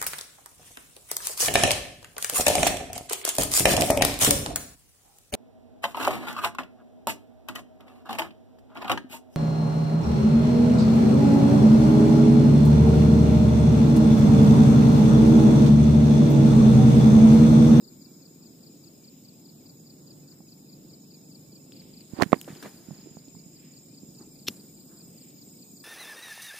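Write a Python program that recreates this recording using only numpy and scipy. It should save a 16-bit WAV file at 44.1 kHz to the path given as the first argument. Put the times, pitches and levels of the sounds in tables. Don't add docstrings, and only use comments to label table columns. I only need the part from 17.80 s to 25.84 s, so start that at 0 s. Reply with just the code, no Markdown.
import sys
import numpy as np
from scipy import signal
from scipy.io import wavfile
from scipy.ndimage import uniform_filter1d

SR = 44100
rng = np.random.default_rng(int(sys.argv[2]) if len(sys.argv) > 2 else 0)


def makeup_ratio(level_db):
    decades = np.asarray(level_db, float) / 20
    return 10 ** decades


def inscribe(sig):
    pcm = np.round(np.clip(np.atleast_2d(sig).T, -1, 1) * 32767)
    wavfile.write(sys.argv[1], SR, pcm.astype(np.int16))


N = 354563


def curve_at(curve, s):
    t, *columns = np.transpose(curve)
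    return [np.interp(s, t, c) for c in columns]


def in_time(rows, silent=False):
    s = np.transpose(rows)[0]
    t = np.arange(N) / SR
    out = curve_at(rows, t)
    if silent:
        out[0] = np.where((t < s[0]) | (t > s[-1]), -200, out[0])
    return out


def rms_one(x):
    return x / np.sqrt(np.mean(x ** 2) + 1e-20)


def sides(pan_db):
    left = makeup_ratio(np.asarray(pan_db))
    return np.array([left, np.ones_like(left)]) * np.sqrt(2 / (1 + left ** 2))


def drift(rate):
    r = np.exp(-80 * np.pi * rate / SR)
    white = rng.standard_normal(N // 40 + 2002)
    slow = signal.lfilter([1], [1, -2 * r, r * r], white)[2000:]
    return np.interp(np.arange(N) / 40, np.arange(len(slow)), rms_one(slow))


def sos(x, design):
    return signal.sosfilt(design, x)


def band(x, hz, width_hz):
    edges = np.clip([hz - width_hz / 2, hz + width_hz / 2], 20, .45 * SR)
    return sos(x, signal.butter(2, edges, "band", fs=SR, output="sos"))


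def add(out, s, sound):
    i = max(round(s * SR), 0)
    out[:, i:i + sound.shape[1]] += sound[:, :max(N - i, 0)]


def swells(rows):
    s, peak_db, rise, fall = np.array(rows)[:, :4, None].transpose(1, 0, 2)
    late = np.arange(N) / SR - s
    return makeup_ratio(peak_db - 20 * np.where(late < 0, -late / rise, late / fall))


def blows(table):
    out = np.zeros((2, N))
    for s, peak_db, hz, t60_ms, pan_db in table:
        t60_s = t60_ms / 1000
        t = np.arange(round(t60_s * SR)) / SR
        onset = (1 - np.exp(-t * abs(hz) * 5)) ** 2
        ring = -np.sin(2 * np.pi * hz * t) * makeup_ratio(-60 * t / t60_s) * onset
        add(out, s, makeup_ratio(peak_db) * sides(pan_db)[:, None] * ring / np.abs(ring).max())
    return out


def grains(per_s, uneven_db, alike):
    sizes = makeup_ratio(uneven_db * np.minimum(rng.exponential(1, (3, N)), 5)) * rng.choice([-1, 1], (3, N))
    both, left, right = sizes * (rng.random((3, N)) < per_s / SR)
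    return rms_one(alike * both + (1 - alike) * np.array([left, right])) + 1e-18


def friction(strokes, pan_db, per_s, uneven_db, alike):
    clicks, gains, out = grains(per_s, uneven_db, alike), swells(strokes), 0
    bright_hz = np.array(strokes)[:, 4]
    for hz in 350 * 2. ** np.arange(6):
        rolloff = (1 + (hz / bright_hz) ** 2) ** -2
        out = out + rms_one(band(clicks, hz, 0.87 * hz)) * np.sqrt(rolloff @ gains ** 2)
    return sides(pan_db) * out


# start_s, left_over_right_db
HAND = [(2.6, -10), (4.33, -20), (4.42, -26), (4.56, -17), (4.66, -4), (5.1, -10), (6.25, -8), (6.4, 0)]


def on_housing(rows):
    return blows([(*row, curve_at(HAND, row[0])[0]) for row in rows])


# start_s, peak_db, ring_hz, t60_ms
KNOCKS = [(2.605, -50, 750, 17), (4.334, -24, 182, 14), (4.388, -22, 280, 10), (4.3915, -23, 294.5, 15),
          (4.3995, -20, 887, 8), (4.4075, -18.5, 364, 20), (4.4107, -18, 950, 12), (4.4135, -17, 1000, 8),
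          (4.4163, -13, 800, 4.8), (4.4218, -9.5, 1825, 8.7), (4.4228, -7, 280, 11), (4.4245, -4, 520, 4.5),
          (4.433, -13.5, 1803, 3.7), (4.4335, -18, 250, 22), (4.46, -25.5, 176.8, 29),
          (4.5201, -27, 450, 9), (4.4225, -12, 4300, 3.1), (4.4345, -32, 3400, 4.3), (4.5395, -22, 420, 16),
          (4.5432, -29, 2117, 5), (4.562, -33, 253.3, 30), (4.678, -30, 480, 9), (5.108, -39, 648, 8),
          (5.3695, -38, 640, 6.2), (5.55, -50, 900, 13)]
# start_s, peak_db, ring_hz (negative = outward first), t60_ms, left_over_right_db
SNAP = [
    (4.5296, 2.5, 555, 4, -17),
    (4.5306, -8, 1060, 10, -17),
    (4.5315, -8, 1000, 3.5, -16),
    (4.5304, -7, -210, 12, -20),
]
# start_s, peak_db, ring_hz, t60_ms, left_over_right_db
CRACKS = [(4.4063, -36, 3500, 3, -14), (4.4068, -38, 6500, 2.5, -10), (4.4172, -36, 4500, 3, -12),
          (4.4208, -24, 4200, 3, -12), (4.4216, -24, 6300, 3, -8), (4.4226, -30, 14200, 3, -4),
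          (4.4243, -28, 5500, 3, -8), (4.4278, -36, 6000, 2.5, -6), (4.4282, -36, 13500, 3, -4),
          (4.4335, -33, 6000, 3, -8), (4.441, -38, 2500, 4, -10), (4.5205, -34, 2000, 4, -14),
          (4.5297, -24, 3400, 3, -14), (4.5302, -17, 2300, 4, -16), (4.5345, -28, 1800, 8, -16),
          (4.5398, -30, 1700, 5, -16), (4.5298, -36, 8000, 2, -10), (4.8255, -44, 13800, 4, 4),
          (4.8275, -41, 4500, 4, 5), (4.8295, -40, 5500, 3, 5), (4.8305, -44, 11500, 4, 4),
          (4.849, -38, 1700, 6, -3), (4.858, -33, 600, 10, -3), (4.854, -40, 1000, 6, -3),
          (4.6855, -40, 1300, 6, -3), (4.7035, -42, 1700, 5, -3), (4.713, -44, 2000, 5, -3),
          (4.7595, -44, 2400, 4, -2), (4.8595, -37, 1900, 6, -3), (4.8665, -40, 1200, 6, -3),
          (6.6955, -40, 13000, 3, 3), (6.696, -40, 5000, 3, 2)]


def knocks():
    return on_housing(KNOCKS) + blows([*SNAP, *CRACKS])


# start_s, peak_db, ring_hz
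THUMPS = [(2.602, -40, 199), (4.683, -38, 315), (4.702, -33, 183), (4.727, -37, 151), (4.76, -38, 291),
          (4.847, -36, 253), (5.085, -32, 215), (5.107, -32, 164), (5.114, -34, 196), (5.127, -39, 156),
          (5.187, -41, 205), (5.259, -39, 283), (5.27, -38, 347), (5.311, -39, 188), (5.368, -36, 188),
          (5.48, -38, 275), (5.545, -41, 151), (5.565, -38, 191), (5.662, -38, 178), (6.232, -36, 250),
          (6.287, -39, 186), (6.411, -38, 296), (6.475, -40, 258), (6.694, -36, 200), (6.704, -35, 235)]


def thumps():
    t60_ms = 28
    return on_housing([(*row, t60_ms) for row in THUMPS])


# peak_s, rms_db, rise_20db_s, fall_20db_s, bright_hz
SCUFF = [
    (4.37, -45, .015, .04, 1300),
    (4.405, -37, .07, .05, 1300),
    (4.4225, -21, .006, .012, 4050),
    (4.434, -31, .005, .014, 4000),
    (4.46, -52, .02, .12, 2000),
    (4.533, -36, .006, .045, 1200),
]


def scuffs():
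    return friction(SCUFF, in_time(HAND)[0], 5000, uneven_db=3.5, alike=.6)


# time_s, rms_db
FLINT = [
    (6.666, -71.5),
    (6.669, -45),
    (6.675, -39),
    (6.681, -31),
    (6.684, -18.5),
    (6.688, -35),
    (6.693, -46),
    (6.7, -63),
]
# ring_hz, width_hz, level_db
FLINT_RINGS = [(2100, 1000, -19), (3400, 1600, -1), (5250, 900, -8), (8200, 1600, -17), (13500, 3400, -10)]


def flint():
    clicks = grains(6900, uneven_db=2.5, alike=1.0)
    rings = sum(makeup_ratio(db) * rms_one(band(clicks, hz, width_hz)) for hz, width_hz, db in FLINT_RINGS)
    return makeup_ratio(in_time(FLINT, silent=True)[0]) * sides(2.2)[:, None] * rings


# ring_hz, peak_db, t60_ms, left_over_right_db
STRIKE = [(325, -26, 13, 1), (2300, -28, 3.2, 5), (4300, -19, 3, 0), (3350, -11, 4, 3),
          (5200, -17, 2.5, -10), (12000, -22, 3, 8)]


def lighter():
    release_s, top_hz = 6.684, 15900
    body = blows([(release_s, db, hz, t60_ms, pan_db) for hz, db, t60_ms, pan_db in STRIKE])
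    return sos(flint() + body, signal.cheby2(10, 45, top_hz, fs=SR, output="sos"))


# start_s, peak_db, ring_hz
TICKS = [(3.9213, -46, 2750), (3.922, -40, 3500), (3.9213, -45, 4800), (4.02, -52, 2200),
         (4.2085, -46, 4370), (4.2085, -49, 6600), (4.2085, -51, 3000), (4.5201, -41, 4500),
         (4.5668, -45, 8000), (4.646, -44, 5200), (4.776, -45, 4700), (4.6139, -31, 3020),
         (4.6141, -28, 7360), (4.6142, -26, 13000), (4.6448, -42, 2980), (4.7515, -43, 3050),
         (4.7517, -41, 7200), (4.772, -44, 4260), (4.826, -39, 1500), (4.6955, -43, 2400),
         (5.4844, -46, 4540), (7.505, -47, 4200), (7.5052, -47, 13500)]


def twig_ticks():
    cycles, pan_db = 13, 2.5
    return blows([(s, db, hz, cycles * 1000 / hz, pan_db) for s, db, hz in TICKS])


# peak_s, rms_db, rise_20db_s, fall_20db_s, bright_hz
RUSTLE = [
    (4.68, -43, .004, .1, 1600),
    (4.75, -54, .3, .5, 4500),
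    (4.828, -39, .005, .03, 3000),
    (4.86, -41, .05, .05, 1820),
    (5.15, -60, .5, .45, 2000),
    (6.41, -58, .04, .07, 500),
    (6.7, -60, .03, .25, 6000),
]


def rustle():
    pan_db = .5
    return friction(RUSTLE, np.full(N, pan_db), 6000, uneven_db=3, alike=.5)


# peak_s, rms_db, rise_20db_s, fall_20db_s
HAZE = [
    (4.423, -41, .014, .028),
    (4.6, -57, .6, .8),
    (4.828, -48, .01, .03),
    (4.86, -58, .1, .4),
    (6.7, -53.5, .012, .19),
]


def haze():
    clicks = grains(4000, uneven_db=4.5, alike=.3)
    return np.sqrt(np.sum(swells(HAZE) ** 2, axis=0)) * rms_one(band(clicks, 10500, 8000))


# peak_s, rms_db, rise_20db_s, fall_20db_s, centre_hz
BRUSHES = [
    (.3, -76, 1.5, 2.5, 1250),
    (1.35, -71, .9, .7, 3000),
    (2.53, -72, .15, .15, 1400),
    (3.96, -65, .08, .9, 3200),
    (5.2, -68, .3, .6, 3000),
    (5.85, -66, .25, .3, 2500),
    (6.41, -59, .05, .07, 950),
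    (7.12, -66, .08, .25, 1300),
    (7.45, -68, .4, .4, 2700),
]


def brushes():
    clicks = grains(5000, uneven_db=2.5, alike=.4)
    return sum(gain * rms_one(band(clicks, row[4], .6 * row[4])) for gain, row in zip(swells(BRUSHES), BRUSHES))


def wing_note(start_hz, fall_hz, length_s, bend, phase):
    u = np.arange(round(length_s * SR)) / (length_s * SR)
    pitch_hz = start_hz - fall_hz * u ** bend
    return np.sin(np.pi * u) * np.sin(np.cumsum(pitch_hz) * 2 * np.pi / SR + phase)


def cricket(notes, start_hz, fall_hz, length_s, bend, right_leads, echo_db):
    spread_db, echo_s = 3.0, .0057
    out, chance = np.zeros((2, N)), rng.random((len(notes), 2))
    for (s, peak_db, pan_db), (a, c) in zip(notes, chance):
        phases = 2 * np.pi * a + np.array([[0], [right_leads]])
        note = wing_note(start_hz * (1 + .006 * (c - .5)), fall_hz, length_s, bend, phases)
        add(out, s, makeup_ratio(peak_db + spread_db * (c - .5)) * sides(pan_db)[:, None] * note)
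    return out + makeup_ratio(echo_db) * np.roll(out[::-1], round(echo_s * SR), axis=1)


# first_s, last_s, period_s
NEAR_RUNS = [(.072, .072, .205), (.244, 1.889, .2056), (2.093, 4.164, .2071), (4.376, 4.583, .207),
             (4.759, 5.583, .206), (5.755, 6.791, .2072), (6.996, 7.816, .205), (7.996, 7.996, .205)]
NEAR_TRIPLES_S = [3.96, 4.17, 4.37, 4.76, 5.17, 6.37, 6.58, 8.0]
# time_s, peak_db, left_over_right_db
NEAR_TURN = [(0, -50, 15), (.6, -50, 6), (3.5, -49, 4), (4.25, -47.5, 3), (4.7, -51, 2.5), (5.4, -54, 1.5),
             (6.0, -49.5, 2.5), (6.6, -52, 3.5), (8.04, -50, 6)]


def near_cricket():
    step_s, lead_db, trail_db = .0345, -3.0, -.6
    single_s = 5.72
    loud = np.concatenate([np.arange(a, b + .01, period) for a, b, period in NEAR_RUNS])
    lead = loud - step_s
    lead = np.delete(lead, np.abs(lead - single_s).argmin())
    third = loud[np.abs(loud[:, None] - np.array(NEAR_TRIPLES_S)).argmin(0)] + step_s
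    s = np.concatenate([lead, loud, third])
    db, pan_db = curve_at(NEAR_TURN, s)
    db = db + np.repeat([lead_db, 0, trail_db], [len(lead), len(loud), len(third)])
    return cricket(list(zip(s, db, pan_db)), 5220, 1130, .022, bend=1.1, right_leads=1.8, echo_db=-12)


# time_s, peak_db, left_over_right_db
HIGH_TURN = [(5.24, -56, 8), (5.5, -53, 7), (6.2, -54.5, 0), (7.2, -52.5, -2.5), (8.04, -53, -8)]


def high_cricket():
    first_s, period_s, pair_s = 5.244, .2414, .054
    answer_late_s, answer_db = .145, -7
    first = np.arange(first_s, N / SR, period_s)
    s = np.concatenate([first, first + pair_s])
    db, pan_db = curve_at(HIGH_TURN, s)
    notes = [*zip(s, db, pan_db), *zip(s + answer_late_s, db + answer_db, pan_db)]
    return cricket(notes, 7450, 420, 0.03, bend=3.0, right_leads=1.1, echo_db=-11)


# start_s, peak_db, left_over_right_db
LOW_NOTES = [(4.904, -55, -12.5), (5.355, -53, -18), (5.438, -51.5, -7), (5.575, -60, -12.5),
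             (5.649, -54, -10.5), (5.705, -61, 2), (5.906, -52.5, -2.5), (6.199, -57.5, -8),
             (6.38, -50, -6.5), (7.077, -59, -2.5), (7.183, -61.5, -3), (7.376, -61.5, -5.5),
             (7.435, -63, 1), (7.629, -61, -1), (7.681, -56, -7.5), (7.872, -56, -4)]


def low_cricket():
    return cricket(LOW_NOTES, 6950, 172.4, 0.023, bend=1.4, right_leads=1.3, echo_db=-18)


def katydid(controls, width_hz, per_s, second, stroke, steady):
    level_db, pan_db, centre_hz = controls
    cycle = np.cumsum(per_s * (1 + .002 * drift(1.7))) / SR % 1
    gate = np.exp(-((cycle - .2) / stroke) ** 2) + .8 * np.exp(-((cycle - .2 - second) / stroke) ** 2)
    noise = rng.standard_normal((2, 2, N)) * (steady + gate)
    a, b = sos(noise, signal.butter(4, width_hz / 2, fs=SR, output="sos"))
    turn = np.cumsum(centre_hz) * 2 * np.pi / SR
    return makeup_ratio(level_db) * sides(pan_db) * rms_one(a * np.cos(turn) + b * np.sin(turn))


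# time_s, rms_db, left_over_right_db, centre_hz
TRILL = [(0, -68, 1, 8000), (1.3, -66.5, 1.5, 7970), (3.0, -68, 1.5, 7970), (4.3, -64.5, -1.5, 7990),
         (5.1, -68, -3, 8000), (5.4, -67, -1, 8200), (6.3, -63.5, 0, 8200), (8.04, -60, -1, 8200)]
# centre_s, depth_db, length_s
TRILL_PAUSES = [
    (1.34, 5, .05),
    (2.93, 6, .07),
    (5.25, 6, .12),
    (6.23, 5, .05),
    (7.575, 12, .042),
]


def katydid_trill():
    level_db, pan_db, centre_hz = in_time(TRILL)
    t = np.arange(N) / SR
    pauses_db = sum(db * np.exp(-((t - s) / length_s) ** 2) for s, db, length_s in TRILL_PAUSES)
    controls = level_db - pauses_db, pan_db, centre_hz
    return katydid(controls, 900, per_s=42.6, second=.31, stroke=.07, steady=.55)


# time_s, rms_db
BUZZ = [(0, -63.7), (2.5, -64.3), (5.5, -65.2), (6.2, -64.5), (6.9, -61), (8.04, -59)]


def katydid_buzz():
    pan_db, centre_hz = 3.5, 14200
    controls = in_time(BUZZ)[0], np.full(N, pan_db), np.full(N, centre_hz)
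    return katydid(controls, 1200, per_s=187.5, second=.42, stroke=.1, steady=1.3)


# start_hz, spread_hz, fall_hz, note_s, notes_per_s, rms_db
CROWDS = [
    (5300, 160, 520, 0.014, 990, -66),
    (7335, 97, 300, 0.037, 310, -65.5),
    (6975, 170, 336, 0.05, 300, -64.5),
    (2450, 200, 50, .025, 150, -79),
]
# time_s, gain_db, left_over_right_db
CROWD_TURN = [(0, 3.5, 1.5), (2, 2, -1), (4.3, 4.5, -1.5), (5.2, 6, -1), (6.5, 4, -1.5), (8.04, 4.5, -1.5)]


def crowds():
    gain_db, pan_db = in_time(CROWD_TURN)
    out = 0
    for start_hz, spread_hz, fall_hz, length_s, per_s, level_db in CROWDS:
        for step in np.linspace(-1.5, 1.5, 7):
            strokes = (rng.random((2, N)) < per_s / 7 / SR) * rng.standard_normal((2, N))
            note = wing_note(start_hz + step * spread_hz, fall_hz, length_s, bend=1.5, phase=0)
            sound = rms_one(signal.fftconvolve(strokes, note[None], axes=1)[:, :N])
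            out = out + makeup_ratio(level_db - 8 - 2.7 * step ** 2) * sound
    return out * makeup_ratio(gain_db) * sides(pan_db)


# centre_hz, width_hz, rms_db
FAR_RASPS = [(4010, 700, -75), (5950, 800, -75.5), (9100, 700, -76.5), (10040, 700, -76), (11200, 600, -79),
             (12700, 700, -72.5)]


def far_rasps():
    white = rng.standard_normal((2, N))
    return sum(makeup_ratio(db + 2 * drift(2)) * rms_one(band(white, hz, width_hz)) for hz, width_hz, db in FAR_RASPS)


# time_s, firings_per_s, bark_rms_db, hum_rms_db
ENGINE = [(0, 20.61, -54.5, -66), (.7, 20.61, -55.5, -64), (.9, 20.85, -58, -62), (1.7, 20.85, -59, -62),
          (1.95, 20.6, -60, -62), (2.2, 23.9, -59, -58), (2.65, 24, -59, -58), (2.95, 24.8, -56.5, -57),
          (4.1, 24.9, -56, -57), (4.8, 24.6, -59, -60), (5.8, 24.4, -57.5, -59), (6.0, 24, -59, -59),
          (6.2, 22.8, -58, -58), (6.8, 22.6, -59, -61), (7.3, 22.8, -56, -63), (7.7, 22.8, -59, -64),
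          (8.04, 23.6, -59, -64)]


def engine():
    first_firing_s, spread_db = .0225, 1.2
    per_s, bark_db, hum_db = in_time(ENGINE)
    turns = np.floor(np.cumsum(per_s) / SR - first_firing_s * per_s[0])
    firings = np.diff(turns, prepend=turns[0]) * makeup_ratio(spread_db * rng.standard_normal(N)) + 1e-18
    bark = rms_one(band(band(firings, 255, 180), 255, 180))
    hum = rms_one(band(band(firings, 150, 40), 150, 40))
    return makeup_ratio(bark_db) * bark + makeup_ratio(hum_db) * hum


# time_s, rms_db
BREEZE = [(0, -84), (1.5, -81), (3.3, -75), (5.2, -76), (7, -78), (8.04, -85)]


def breeze():
    puffs = rms_one(band(rng.standard_normal((2, N)), 42, 40)) * makeup_ratio(3.0 * drift(4.0))
    return makeup_ratio(in_time(BREEZE)[0] + 2.0) * puffs


# band_hz, level_db_per_hz
AIR = [(25, -33), (60, -34.5), (100, -14), (150, -6), (260, -6.5), (400, -14), (700, -25.5), (1100, -35),
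       (1900, -41.5), (3000, -39.5), (4700, -33), (5800, -53.5), (8000, -44.5), (14000, -45.5)]
# band_hz, correlation
LIKENESS = [(60, 0.5), (180, 0.97), (550, 0.51), (1650, -0.36), (4970, 0.69), (15000, 0.75)]


def night_air(rumble_db, patchy_db):
    out, together, edges = 0, drift(1.5), 22 * 2 ** np.arange(0, 9.7, 1 / 3)
    white = rng.standard_normal((2, 2, N))
    air_hz, air_db = np.transpose(AIR)
    like_hz, likeness = np.transpose(LIKENESS)
    for k, (low, high) in enumerate(zip(edges, edges[1:])):
        mid, side = sos(white[k % 2], signal.butter(2, [low, high], "band", fs=SR, output="sos"))
        log_hz = np.log(low * high) / 2
        alike = np.clip(np.interp(log_hz, np.log(like_hz), likeness), -1, 1)
        level_db = np.interp(log_hz, np.log(air_hz), air_db)
        gain = makeup_ratio(level_db + patchy_db * (0.72 * together + drift(6)))
        out = out + gain * (np.sqrt(1 + alike) * mid + np.sqrt(1 - alike) * side * [[1], [-1]])
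    return makeup_ratio(rumble_db) * rms_one(out)


def thin_gap(x):
    gap = sos(x, signal.butter(1, [5450, 6400], "band", fs=SR, output="sos"))
    return x - np.clip(.62 + .2 * drift(1.5), 0, 1) * gap


def scene():
    port_cut_hz, close_top_hz, quiet_top_hz = 85, 16600, 15200
    close = knocks() + thumps() + scuffs() + lighter() + twig_ticks()
    close = sos(close, signal.butter(2, port_cut_hz, "high", fs=SR, output="sos"))
    close = sos(close, signal.cheby2(10, 45, close_top_hz, fs=SR, output="sos"))
    insects = near_cricket() + high_cricket() + low_cricket() + katydid_trill() + katydid_buzz()
    insects = insects + crowds() + far_rasps()
    night = thin_gap(insects + engine() + breeze() + night_air(rumble_db=-52.6, patchy_db=1.3))
    night = night + rustle() + haze() + brushes()
    night = sos(night, signal.ellip(10, 1, 60, quiet_top_hz, fs=SR, output="sos"))
    return close + night


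def drop_faint(x, floor_db):
    forgets_above_hz, wavers_db = 1900, 3.0
    hz, _, cells = signal.stft(x, fs=SR, nperseg=2048)
    edges = np.arange(0, 1025, 8)
    power = np.add.reduceat(np.abs(cells) ** 2, edges, axis=1).mean(0) / 8
    waver = uniform_filter1d(rng.standard_normal(power.shape), size=3, axis=1) * np.sqrt(3)
    kept = (power > makeup_ratio(floor_db + wavers_db * waver) ** 2) | (hz[edges, None] < forgets_above_hz)
    return signal.istft(cells * np.repeat(kept, 8, axis=0)[:1025], nperseg=2048)[1][:, :N]


def low_pass(x):
    return signal.sosfilt(signal.butter(12, 16500, fs=SR, output="sos"), x)


def record(dry):
    kept = drop_faint(dry, floor_db=-98.7)
    rounded = kept / (1 + np.abs(kept) ** 6) ** (1 / 6)
    return low_pass(rounded)


dry = scene()
out = record(dry)
inscribe(out)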